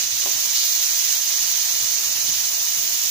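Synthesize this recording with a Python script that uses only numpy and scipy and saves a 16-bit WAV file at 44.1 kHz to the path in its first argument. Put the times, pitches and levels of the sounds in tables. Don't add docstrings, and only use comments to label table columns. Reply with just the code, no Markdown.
import sys
import numpy as np
from scipy import signal
from scipy.fft import rfft, irfft
from scipy.io import wavfile
from scipy.ndimage import uniform_filter1d

SR = 44100
rng = np.random.default_rng(int(sys.argv[2]) if len(sys.argv) > 2 else 0)


def unload_wav(signal):
    wavfile.write(
        sys.argv[1],
        SR,
        np.round(np.clip(np.atleast_2d(signal).T, -1, 1) * 32767).astype(np.int16),
    )


def decibels_to_gain(level_db):
    exponent = np.asarray(level_db, float) / 20
    return 10 ** exponent


N = 136710
TIME = np.arange(N) / SR
HZ = np.arange(N // 2 + 1) * SR / N + 1e-3


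def curve(points):
    p = np.array(points, float)
    return np.interp(np.log(HZ), np.log(p[:, 0]), p[:, 1])


def colour(x, gain):
    return irfft(rfft(x) * gain, N)


def unit(x):
    return x / np.sqrt(np.mean(x ** 2))


def walk(rate):
    hold = int(SR / rate)
    held = rng.standard_normal(400)[np.arange(N) // hold % 400]
    smooth = uniform_filter1d(uniform_filter1d(held, hold), hold)
    return unit(smooth - uniform_filter1d(smooth, 4 * hold))


def bursts():
    pops_per_s, spread_db, cap_db, pop_db = 3000, 3.0, 9, -6
    popping = rng.random(N) < pops_per_s / SR
    size_db = np.minimum(spread_db * rng.exponential(size=N), cap_db)
    pops = popping * decibels_to_gain(size_db) * rng.choice([-1, 1], size=N)
    return unit(rng.standard_normal(N) + decibels_to_gain(pop_db) * unit(pops))


def pair(make):
    # frequency in Hz, shared power from 0 to 1.
    alike = [(100, 0.77), (450, 0.72), (800, .5), (1300, 0), (2200, 0.28), (3000, 0), (5700, 0.45),
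             (7000, 0)]
    lag_s = 4.5e-5
    share = np.clip(curve(alike), 0, 1)
    shared = rfft(make()) * np.sqrt(share)
    late = np.exp(-2j * np.pi * HZ * lag_s)
    return np.array([shared * delay + rfft(make()) * np.sqrt(1 - share) for delay in (late, 1)])


def frying():
    # time in seconds, level in dB, brightness in dB, fullness in dB.
    vigour = [(0, -22.5, -2, 3), (.07, -24.5, -2, -5), (.09, -27.5, 2, 1), (.12, -24, -1, -4),
              (.3, -24, 2, 3), (.5, -24, 1.5, 2), (.56, -22.5, 0.5, -3.5), (.66, -23.5, 3, -2.5),
              (.95, -23, 2, -1), (1.16, -22.5, 2, -2), (1.2, -26, 4.5, 2.5), (1.3, -23.5, 1.5, -1),
              (1.7, -23.5, 1.5, 1), (2.18, -24.5, 1.5, 2), (2.36, -23.5, 0.5, 1), (2.48, -25, 3, 2),
              (2.8, -25.5, 4, 1), (3.1, -24.5, 3.5, -0.5)]
    # frequency in Hz, level in dB.
    steam = [(150, -22), (480, -23.5), (600, -16.5), (1500, -11), (2500, -5), (4000, 0), (5000, 1),
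             (16000, -1)]
    # frequency in Hz, width in
    # Hz, peak in dB.
    resonances = [(521, 8.3, 11), (656.4, 10.6, 11), (750, 75, 0), (884, 28, 6.5), (1019, 10, 5), (1112, 8.3, 9),
                  (1460, 17, 4.5), (1845, 17, 7), (2915, 40, 6), (4780, 16, 6.5), (5571, 25, 3.5), (6730, 77, 5),
                  (15100, 940, 6), (15530, 210, 6)]
    # frequency in Hz, gain in dB.
    left_port = [(300, -2), (5000, 0.5), (6700, -3), (8100, -6.5), (11800, -3), (13000, -4), (13900, -3),
                 (14600, -3.5)]
    right_port = [(1500, 0), (5000, 3), (6400, 12.5), (8000, -5.5), (10000, -14.5), (11000, -10.5),
                  (13900, -6.5), (14600, 0.5)]
    surge_db, surge_per_s = 0.25, 70
    flicker_db, top_flicker_db, flicker_per_s = 0.7, 0.6, 60
    gain_db = 4.5

    rows = np.array(vigour, float)
    level, bright, full = (np.interp(TIME, rows[:, 0], rows[:, k]) for k in (1, 2, 3))
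    ring = 1 + sum((decibels_to_gain(db) - 1) / (1 + (2 * (HZ - hz) / width) ** 2) for hz, width, db in resonances)
    ports = decibels_to_gain([curve(left_port), curve(right_port)])
    hiss = pair(bursts) * decibels_to_gain(curve(steam)) * ring * ports
    hiss = hiss / np.sqrt(np.mean(irfft(hiss, N) ** 2))

    octave = np.clip(np.log2(HZ / 125), 0, 7)
    surge = surge_db * walk(surge_per_s)
    out = 0
    for step in np.arange(15):
        band = np.clip(1 - np.abs(2 * octave - step), 0, 1)
        high = np.clip((step - 11) / 3, 0, 1)
        low = np.clip((8 - step) / 4, 0, 1)
        flicker = (flicker_db + high * top_flicker_db) * walk(flicker_per_s)
        out = out + irfft(hiss * band, N) * decibels_to_gain(surge + flicker + high * bright + low * full)
    return out * decibels_to_gain(level + gain_db)


def burner_rumble():
    # frequency in Hz, level in dB.
    tone = [(35, -18.5), (50, -14), (75, -13), (108, 8), (140, -1.5), (160, -15), (300, -13.5),
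            (500, -24.5)]
    noise = pair(lambda: rng.standard_normal(N)) * decibels_to_gain(curve(tone))
    return unit(irfft(noise, N)) * decibels_to_gain(-66 + 1.6 * walk(5.15))


def thumps():
    # start in seconds, peak in dB, pitch in Hz.
    pushes = [(0.022, -50.5, 94), (0.116, -44, 101.6), (.225, -53, 95), (.34, -49, 103),
              (0.459, -53.5, 124), (1.039, -53, 130), (1.392, -50, 98), (1.58, -55, 104), (1.72, -60, 101),
              (1.812, -47, 101), (1.94, -54, 109), (2.058, -48.5, 104), (2.142, -49.5, 105),
              (2.228, -50, 113), (2.275, -44.5, 120), (2.35, -47, 104), (2.575, -53.5, 102),
              (2.68, -66.5, 99), (2.761, -50.5, 139), (2.83, -55, 130), (2.904, -51, 113),
              (2.961, -61.5, 99)]
    rise_s, t60_s, rattle_db, rattle_hz = 0.008, 0.25, -7, 254
    rattle_band = 1 / (1 + ((HZ - rattle_hz) / 90) ** 2)
    rattle = unit(colour(rng.standard_normal(N), rattle_band))
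    out = 0
    for start, db, hz in pushes:
        since = np.maximum(TIME - start, 0)
        swell = (1 - np.exp(-since / rise_s)) ** 2 * decibels_to_gain(db + 5 - 60 * since / t60_s)
        out = out + swell * (np.sin(2 * np.pi * hz * since) + decibels_to_gain(rattle_db) * rattle)
    return out


def bowl_knock():
    # start in seconds, peak in dB.
    taps = [
        (.2605, -27),
        (0.273, -33),
        (.2860, -37.5),
    ]
    # frequency in Hz, level in dB, T60 in seconds.
    modes = [(273, -11, 0.16), (396, -3.5, 0.084), (596, -3, 0.11), (690, 4.5, 0.032), (793, 0, 0.044),
             (900, -11, 0.069), (1007, -2, 0.077), (1100, -21, .1)]
    out = 0
    for start, db in taps:
        since = np.maximum(TIME - start, 0)
        ring = sum(decibels_to_gain(gain - 60 * since / t60) * np.sin(2 * np.pi * hz * since)
                   for hz, gain, t60 in modes)
        out = out + decibels_to_gain(db) / 2 * ring
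    return colour(out, 1 / (1 + (230 / HZ) ** 4))


def splash():
    # start in seconds, level in dB.
    landings = [
        (.545, -22),
        (2.3, -35),
    ]
    centre_hz, width_hz, rise_s, t60_s = 4500, 900, 0.0086, 0.97
    band = np.exp(-0.5 * ((HZ - centre_hz) / width_hz) ** 2)
    spit = unit(irfft(pair(bursts) * band, N))
    swell = 0
    for start, db in landings:
        since = np.maximum(TIME - start, 0)
        swell = swell + (1 - np.exp(-since / rise_s)) * decibels_to_gain(db - 60 * since / t60_s)
    return spit * swell


def scene():
    return frying() + burner_rumble() + thumps() + bowl_knock() + splash()


def mute_weak_bands(x):
    # frequency in Hz, power density in dB per Hz.
    threshold = [(2300, -88), (2650, -73), (3300, -70.5), (3900, -76), (7400, -84), (8300, -75.5),
                 (10000, -81), (13000, -78)]
    wobble_db, top_hz = 5, 14000
    f, _, z = signal.stft(x, SR, nperseg=2048, scaling="psd")
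    cells = np.abs(z[:, :1024]).reshape(2, 128, 8, -1) ** 2
    power = uniform_filter1d(cells.mean(axis=2), size=3, axis=-1)
    loud = power.mean(axis=(0, 1))
    power = power * loud.mean() / (loud + 1e-12)
    wobble = uniform_filter1d(rng.standard_normal(power.shape[1:]), size=3, axis=-1) * np.sqrt(3)
    p, hz = np.array(threshold, float), f[4:1024:8]
    line = np.interp(np.log(hz), np.log(p[:, 0]), p[:, 1], left=-200)[:, None] + wobble_db * wobble
    is_open = (power > decibels_to_gain(2 * line)) | (hz > top_hz)[:, None]
    z[:, :1024] *= np.repeat(is_open, 8, axis=1)
    return signal.istft(z, SR, nperseg=2048, scaling="psd")[1][:, :N]


def roll_off(x):
    return signal.sosfilt(signal.butter(12, 16870, fs=SR, output="sos"), x)


def record(dry):
    top_hz = 15500
    cut = np.array([colour(port, HZ < top_hz) for port in mute_weak_bands(dry)])
    return roll_off(cut)


dry = scene()
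out = record(dry)
unload_wav(out)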